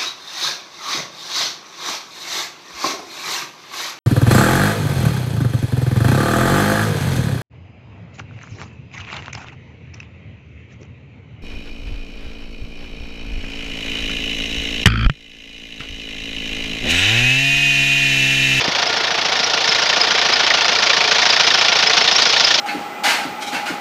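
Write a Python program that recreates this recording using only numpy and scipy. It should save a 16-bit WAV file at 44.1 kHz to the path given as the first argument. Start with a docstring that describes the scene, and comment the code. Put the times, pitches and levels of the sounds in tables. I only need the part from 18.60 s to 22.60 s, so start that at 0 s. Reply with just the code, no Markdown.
"""A four-cylinder engine idles with a hard diesel-like knock in an open bay as the microphone moves along it.
Each firing is a quick run of impacts that excite the dense modes of head and block. Each cylinder also
rings parts of its own, and a bright ping of varying strength follows. Beneath the clatter lie the
block's thud, the low firing hum and the steady rush of belts and gears; the microphone is bumped once."""
import sys
import numpy as np
from scipy.fft import rfft, irfft, next_fast_len
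from scipy.io import wavfile
from scipy.ndimage import uniform_filter1d, minimum_filter1d

SR = 44100
rng = np.random.default_rng(int(sys.argv[2]) if len(sys.argv) > 2 else 0)


def unload_wav(signal):
    """Save mono or channel-first audio to the path in sys.argv[1] as 16-bit WAV at rate SR, clipped to [-1, 1]."""
    wavfile.write(
        sys.argv[1],
        SR,
        np.round(np.clip(np.atleast_2d(signal).T, -1, 1) * 32767).astype(np.int16),
    )


N = 176400
T = np.arange(N) / SR
TAIL = T[:SR // 12]  # time axis of one impact

FIRING_PERIOD_S, FIRST_FIRING_S, JITTER_S = .035798, .003, .0007
ATTACK_S, PING_RISE_S, SPLIT_HZ = .00046, .003, 2700

# Hunting of the idle. Each row: time in seconds, lateness of the firings in seconds.
HUNTING = [(0.05, 0.0008), (0.25, 0.0011), (0.55, -0.00041), (0.9, -0.0013), (1.12, -0.0024),
           (1.52, -0.0018), (2.05, 0.0001), (2.2, -0.00088), (2.62, 0.0012), (3.2, -0.0018),
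           (3.55, -0.00079), (3.85, -0.0017)]
# Levels along the microphone's path. Each row: time in seconds, then gains in dB for the rush below
# SPLIT_HZ, the clatter below it, and both above it.
PATH_GAINS = [(0.1, -2, -3.7, -4.5), (0.499, -2.5, -2.5, -5.5), (0.9, -1.5, -3.5, -3),
              (1.2, -1.5, -2.1, -1), (1.6, -1.8, 0.9, -2), (2.199, -1.5, 0.5, -0.5), (2.9, -2.2, 1.2, 0.4),
              (3.3, 0, 0, 0.5), (3.9, -1.4, -2.4, 2.1)]
# Spectrum of belts and gears. Each row: frequency in Hz, relative level in dB.
RUSH_SPECTRUM = [(15, -54), (25, -39), (178, -22), (237, -5), (374, -8), (453, 2.5), (536, -1.5),
                 (715, 0.5), (1050, 1.5), (1400, -2.5), (1610, -6), (1910, -3.5), (3390, 0), (4630, 0.5),
                 (5340, -4.5), (6470, -13.5), (7650, -35), (9940, -59), (16800, -120)]
# Cavity resonances of covers and bay. Each row: centre in Hz, width in Hz, level in dB.
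CAVITIES = [(449.5, 29, -37.5), (730, 112, -31), (919, 35, -34.5), (1419, 52, -32), (1810, 88, -38.5),
            (3410, 380, -32)]
# Partials of the hum. Each row: multiple of the firing rate, level in dB.
HUM_PARTIALS = [(2, -57), (2.5, -65), (3, -53.5), (4, -56), (5, -51), (6.75, -52.5), (9.25, -51.5),
                (16, -48)]
# Spectrum of the block's thud. Each row: frequency in Hz, relative level in dB.
THUD_SPECTRUM = [(40, -25), (110, -7), (180, 3), (260, -2), (330, 3), (450, 3), (700, 9.5), (1200, -25)]
# Harder knocks. Each row: start in seconds, level in dB, centre in Hz.
HARD_KNOCKS = [(1.906, -8.5, 2000), (3.083, -12, 2240), (3.3, -21, 3200), (3.477, -9, 3500),
               (3.620, -7.5, 4500)]
# The loudest pings. Each row: time of the peak in seconds, relative level in dB, frequency in Hz.
LOUD_PINGS = [(0.772, -18, 5420), (.845, -17.5, 5750), (1.096, -15, 5140), (1.416, -10.5, 5070),
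              (1.738, -12, 5115), (2.705, -12, 4860), (3.424, -16, 5300), (3.530, -16, 5120),
              (3.566, -14, 5630), (3.675, -17, 5200), (3.848, -7.5, 5000)]
# Parts rung by one cylinder. Each row: cylinder index, delay in seconds, centre in Hz,
# half the cluster's width in Hz, level in dB, 60 dB decay time in seconds.
PART_MODES = [(0, .008, 2350, 70, -20, 0.035), (1, 0.000976, 4850, 150, -19, 0.028),
              (1, 0.001017, 3580, 150, -20, 0.02), (1, 0.003035, 1810, 40, -19.5, 0.059),
              (2, 0.00101, 3440, 150, -22, 0.022), (2, 0.00405, 1620, 130, -24.5, 0.045),
              (2, .008, 5130, 180, -18, 0.023), (2, .010, 895, 130, -31, .03),
              (3, .009, 2150, 100, -19, 0.032)]
# The valve ping of each cylinder. Each row: delay in seconds, frequency in Hz, level in dB.
VALVE_PINGS = [(.015, 5250, -24.5), (.017, 5280, -25), (0.015, 5700, -23), (.014, 5150, -19.5)]
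# Spectrum of head and block. Each row: frequency in Hz, relative level in dB.
CLATTER_SPECTRUM = [(150, -33), (400, -12.5), (700, -4), (1100, -4), (1800, -1.5), (2600, 0.5), (3500, 1.5),
                    (4600, -1.5), (5500, -3.5), (6400, -10), (7200, -21), (8200, -35), (11000, -38.5),
                    (15500, -46)]
# Resonances and dips of the valve cover. Each row: centre in Hz, width in Hz, lift in dB.
COVER_MODES = [(734, 54, 2.5), (1170, 50, 3), (1416, 57, 4), (1580, 50, 0), (1810, 41, 3), (2070, 55, -2),
               (2180, 42, 1.5)]
# Cylinders in firing order. Each row: level in dB, delay in seconds, extra dB on the first two blows.
FIRING_ORDER = [(1, 0.00015, 0), (-.5, 0.0002, 0.5), (1, 0, 1), (0, 0.00079, -2)]
# The blows of one firing. Each row: delay in seconds, level in dB, 60 dB decay time in seconds,
# spectral tilt in dB per octave.
FIRING_BLOWS = [(.0003, -17.5, .02, 3), (.0022, -12, 0.024, 1), (.0055, -13.5, .04, -.5),
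                (.0095, -13.5, 0.039, -1), (.0135, -15.5, 0.098, 0.5), (.018, -24, 0.045, -5.5)]
# The microphone's response. Each row: frequency in Hz, gain in dB.
MIC_RESPONSE = [(25, -3), (42, -2), (55, -0.5), (8000, 0), (10500, -2), (13000, -5.5), (15700, -9)]


def amp(db):
    """Amplitude grows tenfold with every 20 dB."""
    return 10 ** (np.asarray(db) / 20)


def unit(x):
    """Normalisation to an rms of 1."""
    return x / np.sqrt(np.mean(x ** 2) + 1e-20)


def level_at(spectrum, hz):
    """Interpolation of a spectrum in dB on a logarithmic frequency axis."""
    f, db = np.transpose(spectrum)
    return np.interp(np.log(hz + 1), np.log(f + 1), db)


def filtered(x, response):
    """Linear filtering multiplies the spectrum by a frequency response."""
    size = next_fast_len(len(x) + 1024)
    return irfft(rfft(x, size) * response(np.fft.rfftfreq(size, 1 / SR)), size)[:len(x)]


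def band(centre_hz, width_hz, size):
    """Close modes of random phase sum to narrow-band noise, 12 dB down at width_hz from the centre."""
    return unit(filtered(rng.standard_normal(size),
                         lambda f: 1 / (1 + ((f - centre_hz) / width_hz) ** 2) ** 2))


def struck(rise_s, t60):
    """Damped vibration after an impact: a quick rise to a peak of 1, then exponential decay."""
    envelope = (1 - np.exp(-TAIL / rise_s)) * amp(-60 * TAIL / t60)
    return envelope / envelope.max()


def ring(centre_hz, width_hz, rise_s, t60):
    """Free decay of a struck cluster of modes, its energy set by the envelope."""
    envelope = struck(rise_s, t60)
    return unit(envelope * band(centre_hz, width_hz, len(TAIL))) * np.sqrt(np.mean(envelope ** 2))


def partly_new(same, share):
    """Partial coherence: a share of the power repeats at every stroke, the rest is fresh noise."""
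    return np.sqrt(share) * same + np.sqrt(1 - share) * rng.standard_normal(len(same))


def pulse(t, hz, width_s):
    """A Gaussian window confines a low tone to a dull pulse around t = 0."""
    return -np.cos(2 * np.pi * hz * t) * np.exp(-.5 * (t / width_s) ** 2)


def add(out, start_s, sound):
    """Superposition: a sound adds to the mix from start_s on."""
    i = round(start_s * SR)
    a, b = max(i, 0), min(i + len(sound), N)
    if b > a:
        out[a:b] += sound[a - i:b - i]


def firings():
    """Nearly periodic excitation: the time in seconds and the cylinder of every firing."""
    count = np.arange(-1, int(N / SR / FIRING_PERIOD_S) + 1)
    even_s = FIRST_FIRING_S + count * FIRING_PERIOD_S
    return list(zip(even_s + np.interp(even_s, *np.transpose(HUNTING)), count % len(FIRING_ORDER)))


def rush():
    """Belts and gears give broadband noise; cavity resonance in covers and bay adds narrow bands."""
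    wash = amp(-22) * unit(filtered(rng.standard_normal(N), lambda f: amp(level_at(RUSH_SPECTRUM, f))))
    return wash + sum(amp(db) * band(hz, width_hz, N) for hz, width_hz, db in CAVITIES)


def hum():
    """Periodic forcing gives a line spectrum: harmonics of the full four-firing cycle."""
    cycles = (T - np.interp(T, *np.transpose(HUNTING))) / FIRING_PERIOD_S
    return sum(np.sqrt(2) * amp(db) * np.sin(2 * np.pi * (multiple * cycles + rng.random()))
               for multiple, db in HUM_PARTIALS)


def microphone_bump():
    """A soft contact carries little treble, so a bump on the microphone is one dull pulse."""
    return amp(-11) * pulse(T - .0837, hz=255, width_s=.0014)


def throb():
    """Uneven forcing: the third cylinder beats heavier, so the idle lopes at a quarter of the rate."""
    out = np.zeros(N)
    for s, cylinder in firings():
        if cylinder == 2:
            add(out, s, amp(-32 + 2 * rng.normal()) * pulse(TAIL - .020, hz=188, width_s=.0055))
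    return out


def block_thud():
    """The block's low modes give a damped response to each firing, much the same for a given cylinder."""
    out = np.zeros(N)
    signatures = rng.standard_normal((len(FIRING_ORDER), len(TAIL)))
    for s, cylinder in firings():
        add(out, s + .00896, partly_new(signatures[cylinder], share=.7) * struck(ATTACK_S, t60=.074))
    return amp(-33) * unit(filtered(out, lambda f: amp(level_at(THUD_SPECTRUM, f))))


def ping(hz):
    """A single damped mode rings as a nearly pure tone, here with a slight random drift of phase."""
    drift = .53 * band(0, width_hz=190, size=len(TAIL))
    tone = np.sqrt(2) * np.sin(2 * np.pi * (hz * TAIL + rng.random()) + drift)
    return tone * struck(PING_RISE_S, t60=.034)


def knocks_and_pings():
    """Occasional stronger impacts stand out: a wide cluster of modes knocks, a single mode pings."""
    out = np.zeros(N)
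    for s, db, hz in HARD_KNOCKS:
        add(out, s, amp(db) * ring(hz, width_hz=hz * 530 / 1500, rise_s=ATTACK_S, t60=.061))
    for peak_s, db, hz in LOUD_PINGS:
        add(out, peak_s - PING_RISE_S, amp(db + 1) * ping(hz))
    return out


def injectors_and_valves():
    """Small parts ring at their natural frequencies, each at its own moment in a cylinder's stroke."""
    out = np.zeros(N)
    for s, cylinder in firings():
        for owner, delay_s, hz, half_width_hz, db, t60 in PART_MODES:
            if owner == cylinder:
                start_s = s + delay_s + JITTER_S * rng.normal()
                gain = amp(db + 2 * rng.normal())
                add(out, start_s, gain * ring(hz, 2 * half_width_hz, rise_s=.0021, t60=t60))
        delay_s, hz, db = VALVE_PINGS[cylinder]
        start_s = s + delay_s + 2 * JITTER_S * rng.normal()
        add(out, start_s, amp(db + 4 * rng.normal()) * ping(hz + 144 * rng.normal()))
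    return out


def metal_response(f, tilt_db):
    """Cascaded responses add in dB: head and block, the valve cover and the tilt of one blow."""
    cover_db = sum(lift / (1 + ((f - hz) / width) ** 2) for hz, width, lift in COVER_MODES)
    octaves = np.log2(np.clip(f, 300, 6000) / SPLIT_HZ)
    return amp(level_at(CLATTER_SPECTRUM, f) + cover_db + tilt_db * octaves)


def clatter():
    """Impact excitation: each firing sets off a run of blows that ring the modes of head and block."""
    out = np.zeros(N)
    signatures = rng.standard_normal((len(FIRING_ORDER), len(FIRING_BLOWS), len(TAIL)))
    for s, cylinder in firings():
        cylinder_db, late_s, extra_db = FIRING_ORDER[cylinder]
        firing_db = cylinder_db + .66 * rng.normal()
        for j, (delay_s, db, t60, tilt_db) in enumerate(FIRING_BLOWS):
            excitation = partly_new(signatures[cylinder, j], share=.27)
            ringing = unit(filtered(excitation, lambda f: metal_response(f, tilt_db)))
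            start_s = s + late_s + delay_s + JITTER_S * rng.normal()
            gain = amp(db + firing_db + extra_db * (j < 2) + .83 * rng.normal())
            add(out, start_s, gain * ringing * struck(ATTACK_S, t60))
    return out


def scene():
    """The sources superpose; the balance of clatter and rush depends on the microphone's position."""
    times, *levels = np.transpose(PATH_GAINS)
    rush_gain, metal_gain, treble_gain = [amp(np.interp(T, times, db)) for db in levels]
    metal = clatter() + injectors_and_valves()
    wash = rush()
    metal_low, wash_low = [filtered(x, lambda f: 1 / (1 + (f / SPLIT_HZ) ** 4)) for x in (metal, wash)]
    treble = metal - metal_low + wash - wash_low
    engine = metal_gain * metal_low + treble_gain * treble + rush_gain * wash_low
    return (engine + knocks_and_pings() + block_thud() + throb() + hum() + microphone_bump())[None]


def record(dry):
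    """Finite bandwidth and headroom: bass and treble roll off, and peaks are limited, then clipped."""
    pressure = filtered(dry[0], lambda f: amp(level_at(MIC_RESPONSE, f)))
    ceiling, top_hz = 1.08, 15700
    needed_gain = ceiling / np.maximum(np.abs(pressure), ceiling)
    gain = uniform_filter1d(minimum_filter1d(needed_gain, size=61), size=31)
    return filtered(np.clip(gain * pressure, -1, 1), lambda f: f < top_hz)[None]


dry = scene()
out = record(dry)
unload_wav(out)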